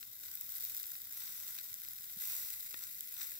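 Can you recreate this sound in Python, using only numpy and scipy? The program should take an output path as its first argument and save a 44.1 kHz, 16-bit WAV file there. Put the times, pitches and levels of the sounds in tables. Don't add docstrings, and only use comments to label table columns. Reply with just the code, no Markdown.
import sys
import numpy as np
from scipy import signal
from scipy.fft import rfft, irfft
from scipy.io import wavfile
from scipy.ndimage import uniform_filter1d

SR = 44100
rng = np.random.default_rng(int(sys.argv[2]) if len(sys.argv) > 2 else 0)


def boost_factor(decibels):
    exponent = np.asarray(decibels, float) / 20
    return 10 ** exponent


def log_audio(samples):
    frames = np.atleast_2d(samples).T
    limited = np.clip(frames, -1, 1)
    pcm = np.round(limited * 32767).astype(np.int16)
    wavfile.write(sys.argv[1], SR, pcm)


N = 149499
SCATTER = .2
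HUM_PAN_DB = 3.8


def evened(x):
    return x / np.sqrt(np.mean(x ** 2) + 1e-20)


def passed(x, order, hz, kind="low"):
    return signal.lfilter(*signal.butter(order, hz, kind, fs=SR), x)


def sides(pan_db):
    return boost_factor([[pan_db / 2], [-pan_db / 2]])


def colour(x, points, peaks=()):
    hz = np.abs(np.fft.fftfreq(4096, 1 / SR))
    f, value = np.transpose(points)
    db = np.interp(np.log(hz + 1), np.log(f + 1), value)
    for peak_hz, width_hz, peak_db in peaks:
        db = db + peak_db / (1 + (2 * (hz - peak_hz) / width_hz) ** 2)
    response = np.exp(np.conj(signal.hilbert(db * np.log(10) / 20)))
    taps = np.fft.ifft(response).real[:2048]
    return signal.oaconvolve(x, taps)[:N]


def ports(x, lag_ms, pan_db, echo_ms):
    bounce = boost_factor(-9)
    padded = N + 501
    z, hz = rfft(x, padded), np.fft.rfftfreq(padded, 1 / SR)
    turn = -2j * np.pi * hz / 1000
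    left = np.exp(turn * lag_ms) * (1 + bounce * np.exp(turn * echo_ms))
    right = 1 + bounce * np.exp(turn * echo_ms * 1.7)
    return sides(pan_db) * irfft(z * np.array([left, right]), padded)[:, :N]


def scattered(spit, level, lag_ms, pan_db, echo_ms):
    direct = ports(spit, lag_ms, pan_db, echo_ms)
    stray = sides(pan_db) * rng.standard_normal((N, 2)).T * level
    return np.sqrt(1 - SCATTER) * direct + np.sqrt(SCATTER) * stray


def bursts(per_s, spread_db, fade_s, bed):
    size = boost_factor(spread_db * np.minimum(rng.exponential(1, N), 3.8))
    size = size * (rng.random(N) < per_s / SR)
    t = np.arange(800) / SR
    spurt = np.exp(-t / fade_s) * (1 - np.exp(-t / 0.00062))
    return evened(bed + evened(signal.oaconvolve(size, spurt)[:N]))


def crack(fade_s, draw, tick):
    t = np.arange(len(draw)) / SR
    puff = draw * np.exp(-t / fade_s) * (1 - np.exp(-t / .0002))
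    return (t == 0) * tick + puff / np.linalg.norm(puff)


def fizz():
    # (time [s], level [dB])
    heat = [(0, -53), (.19, -54.5), (.25, -49), (.45, -51), (.62, -47), (.78, -47.5), (.88, -49),
            (1.08, -52), (1.2, -49.5), (1.5, -49), (1.8, -51), (2.185, -50), (2.215, -45), (2.45, -45),
            (2.62, -49), (3.1, -51), (3.22, -47.5), (3.39, -49)]
    # (left port lag [ms], level before the shift [dB], level after [dB],
    # left-right [dB], bounce off the grill [ms])
    spots = [
        (.395, 0, -7, .9, .6),
        (.385, -7, -5, .8, .33),
        (.37, -12, 0, 1.2, .45),
        (.06, -7, -9, .6, .8),
        (.65, -7, -9, 1.1, .22),
    ]
    shift_s, swell_db = 2.19, 2.5
    t = np.arange(N) / SR
    out, power = np.zeros((2, N)), np.zeros(N)
    shift = np.clip((t - shift_s) / .04, 0, 1)
    for lag_ms, before_db, after_db, pan_db, echo_ms in spots:
        swell = evened(uniform_filter1d(rng.standard_normal(80), 3))
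        swell = np.interp(t / t[-1] * 79, np.arange(80), swell)
        gain = boost_factor(before_db + (after_db - before_db) * shift + swell_db * swell)
        fine = rng.standard_normal(N) * bursts(per_s=450, spread_db=3.9, fade_s=.0005, bed=1.05)
        dull = rng.standard_normal(N) * bursts(per_s=130, spread_db=2.8, fade_s=.0007, bed=.3)
        spit = fine + boost_factor(-13) * passed(dull, 2, 5200)
        smear = np.sqrt(abs(uniform_filter1d(spit ** 2, 40)))
        out += gain * scattered(spit, smear, lag_ms, pan_db, echo_ms)
        power += gain ** 2
    return boost_factor(np.interp(t, *np.transpose(heat)) + 2.0) * out / np.sqrt(power)


def snaps():
    # (time [s], peak level [dB], body relative to the top [dB], left-right [dB])
    bubbles = [(0.091, -52, -26, 3.5), (0.2098, -36, -22, 4.5), (0.2338, -40, -22, 2), (0.239, -42, -20, 8),
               (0.2662, -40, -25, 7), (0.353, -26, -27, 8), (0.4099, -23, -24, 2.5), (0.4308, -32, -25, -3),
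               (0.4543, -39, -28, 4), (0.5012, -27, -30.5, -3), (0.521, -24, -33, 5),
               (0.553, -27, -20, 3.5), (0.581, -35, -19, -1), (0.6077, -27, -19, 2.5),
               (0.6379, -28, -31, -4), (0.6413, -22, -34, 9), (0.6498, -25, -20, 4.0),
               (0.697, -28, -24, 11), (0.7484, -33, -19, 10), (0.766, -22, -23, 5.0), (0.776, -24, -33, 6),
               (0.83, -28, -19, 8), (0.8664, -33, -14, -3), (0.9047, -37, -19, 8), (0.9304, -40, -21, 3),
               (0.9646, -31, -21, 1), (1.017, -33, -19, 3.0), (1.124, -28, -22, -1),
               (1.3702, -38, -16, 1.5), (1.4796, -31.5, -14, -3), (1.6418, -45, -5, -1),
               (1.7285, -31.5, -20, -2), (1.7408, -26, -17, 1.0), (1.848, -36, -21, 6),
               (1.885, -28, -19, 5), (2.0861, -42, -23, 5.0), (2.128, -41, -23, 2), (2.1878, -31, -16, 3.0),
               (2.217, -26, -26, -1), (2.2731, -26, -23, 1.5), (2.3395, -30, -23, 3), (2.502, -26, -19, 6),
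               (2.7088, -35, -15, 0.5), (2.8376, -33, -11, 9), (2.9516, -34, -28, -9),
               (3.0065, -26, -14, 3), (3.1397, -30, -22, 2.0), (3.3128, -44, -27, 0), (3.354, -38, -24, 1)]
    # (frequency [Hz], level [dB])
    snap_tone = [(1000, -14), (3000, -4), (6000, 1.2), (8000, 2.5), (10000, -.5), (16000, .4)]
    split_hz = 12800
    top, body = np.zeros((2, N + 600)), np.zeros((2, N + 600))
    for (s, db, body_db, pan_db), draw in zip(bubbles, rng.standard_normal((len(bubbles), 500))):
        at = round((s + 0.0005) * SR)
        burst = boost_factor(db + 8) * sides(pan_db - 3) * crack(.0008, draw, .7)
        top[:, at:at + 500] += burst
        body[:, at:at + 500] += boost_factor(body_db + 15) * burst
    mix = passed(top, 3, split_hz, "high") + passed(body, 3, split_hz)
    left = ports(mix[0, :N], .395, 0, .6)[0]
    right = ports(mix[1, :N], .395, 0, .6)[1]
    return np.array([colour(left, snap_tone), colour(right, snap_tone)])


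def deep_crack():
    # (time [s], level [dB], upper edge [Hz])
    thud = (2.7428, -44, 900)
    # (frequency [Hz], sharpness, level [dB])
    coal_ring = (1850, 31, -10.5)
    s, db, edge_hz = thud
    ring_hz, sharpness, ring_db = coal_ring
    blow = np.arange(N) == round(s * SR)
    ring = signal.lfilter(*signal.iirpeak(ring_hz, sharpness, fs=SR), blow)
    return passed(boost_factor(db + 49) * blow, 2, edge_hz) + boost_factor(db + 63 + ring_db) * ring


def pops():
    # (time [s], peak level [dB])
    cracks = [(0.0283, -37), (0.2343, -42.5), (0.282, -47), (0.3725, -48.5), (0.606, -53), (0.6499, -49),
              (0.6782, -54), (0.6985, -44), (0.7427, -58), (0.839, -40), (0.9534, -43), (1.1827, -54),
              (1.2189, -40.5), (1.276, -39.5), (1.4785, -42.5), (1.5664, -44), (1.5782, -41.5),
              (1.5863, -33.5), (1.5967, -42), (1.7, -48), (1.7295, -43.5), (1.8484, -40), (1.8774, -46.5),
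              (1.9846, -44), (2.0417, -45.5), (2.0976, -44), (2.2018, -46), (2.308, -60), (2.5034, -45.5),
              (2.7147, -48), (2.741, -32.5), (2.808, -46), (2.834, -41.5), (2.887, -56), (2.983, -51),
              (3.0096, -48), (3.1667, -47), (3.1668, -42), (3.2144, -35), (3.3543, -47)]
    out = np.zeros(N + 900)
    for (s, db), draw in zip(cracks, rng.standard_normal((len(cracks), 800))):
        at = round((s + 0.00073) * SR)
        out[at:at + 800] += boost_factor(db + 19) * crack(.0011, draw, 1.6)
    dull = passed(out, 2, [1340, 4830], "band")
    mix = (dull + boost_factor(-44) * out)[:N] + deep_crack()
    return ports(mix, 0.38, 0.73, 0.736)


def flares():
    # (start [s], rise [s], fall [s], level [dB], left-right [dB])
    drips = [
        (1.119, 0.069, 0.48, -64.5, -2.5),
        (1.451, 0.03, 0.066, -88.5, -9),
        (2.19, 0.042, 0.23, -63.5, -9),
        (2.27, 0.048, 0.081, -64, -11),
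        (2.79, 0.041, 0.031, -65.5, 1.5),
        (3.148, 0.074, 0.051, -59.5, 2),
        (.22, 0.025, 0.55, -72.5, -7),
        (0.599, 0.11, 0.064, -77, -20),
    ]
    # (frequency [Hz], level [dB])
    hiss_tone = [(400, -4.5), (900, 14.5), (2000, 2.5), (4000, 0.5), (8000, 3.5), (12000, -5.5),
                 (16000, 0.5)]
    t, out = np.arange(N) / SR, np.zeros((2, N))
    level = bursts(per_s=450, spread_db=3.2, fade_s=.0011, bed=1.2)
    hiss = scattered(rng.standard_normal(N) * level, level, 0.3306, 0.091, 0.5)
    for start, rise, fall, db, pan_db in drips:
        u = t - start
        shape = np.clip(u / rise, 0, 1) ** 0.89 * np.exp(-np.maximum(u - rise, 0) / fall)
        out += boost_factor(db + 15.5) * sides(pan_db) * shape
    return out * np.array([colour(c, hiss_tone) for c in hiss])


def falling_bubble():
    # (time [s], level [dB], from [Hz], to [Hz], length [s], left-right [dB])
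    note = (.5655, -41, 9900, 8300, .004, -7)
    s, db, from_hz, to_hz, length, pan_db = note
    u = np.clip((np.arange(N) / SR - s) / length, 0, 1)
    cycles = length * (from_hz * u + (to_hz - from_hz) * u ** 2 / 2)
    return boost_factor(db) * sides(pan_db) * np.sin(np.pi * u ** 0.44) * np.sin(2 * np.pi * cycles)


def air_puffs():
    # (time [s], level [dB], frequency [Hz])
    air = [
        (2.172, -54, 180),
        (1.72, -64, 110),
        (2.43, -67, 150),
        (2.41, -68, 70),
    ]
    t, out = np.arange(N) / SR, np.zeros((2, N))
    for s, db, hz in air:
        swing = np.exp(-((t - s) * hz / 0.86) ** 2) * np.sin(2 * np.pi * hz * (t - s))
        out += boost_factor(db) * sides(HUM_PAN_DB) * swing
    return out


def hum():
    # (frequency [Hz], level [dB])
    hum_tone = [(12, -36), (24, -19.5), (58, 1.5), (91, 3.5), (301, -7), (472, -12.5), (1010, -14),
                (1400, -30.5), (3300, -120)]
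    same = .58
    a, b = rng.standard_normal((N, 2)).T
    other = same * a + np.sqrt(1 - same ** 2) * b
    pair = np.array([colour(a, hum_tone), colour(other, hum_tone)])
    return boost_factor(-75) * sides(HUM_PAN_DB) * evened(pair)


def through_ports(near):
    # (frequency [Hz], level [dB])
    left_curve = [(300, -25), (800, -32.5), (1300, -21), (3000, -16), (7000, -13), (8800, -20.5),
                  (10800, -11), (12000, -0.5)]
    right_curve = [(300, -21), (800, -36), (2000, -40), (3000, -25), (5000, -16.5), (8600, -15.5),
                   (11500, -5.5), (15800, 0)]
    # (frequency [Hz], width [Hz], level [dB])
    left_peaks = [(1482, 310, 8.5), (2014, 280, 10), (2525, 100, 5), (3010, 450, -5.5), (3794, 750, 9),
                  (5630, 1030, 6), (7823, 790, 11.5), (12060, 1900, 1.5), (14200, 810, 2),
                  (15800, 1200, 2.5),
                  (14100, 1500, 0), (2430, 390, -0.4)]
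    right_peaks = [(1530, 490, 11), (2070, 510, 4), (2490, 1470, 5.5), (7800, 330, 7), (6100, 1500, 3.5),
                   (11760, 1300, 3.5)]
    left = colour(near[0], left_curve, left_peaks)
    right = colour(near[1], right_curve, right_peaks)
    return boost_factor(7.5) * np.array([left, right])


def scene():
    near = fizz() + snaps() + pops() + flares()
    near = passed(near, 2, 420, "high")
    return through_ports(near) + falling_bubble() + air_puffs() + hum()


def top_cut(x):
    return signal.sosfilt(signal.butter(12, 15930, fs=SR, output="sos"), x)


def record(dry):
    trimmed = passed(dry, 2, 24, "high")
    band_limit = signal.firwin(511, 15760, window=("kaiser", 9), fs=SR)
    mix = signal.oaconvolve(trimmed, band_limit[None], "same")
    return top_cut(mix)


dry = scene()
out = record(dry)
log_audio(out)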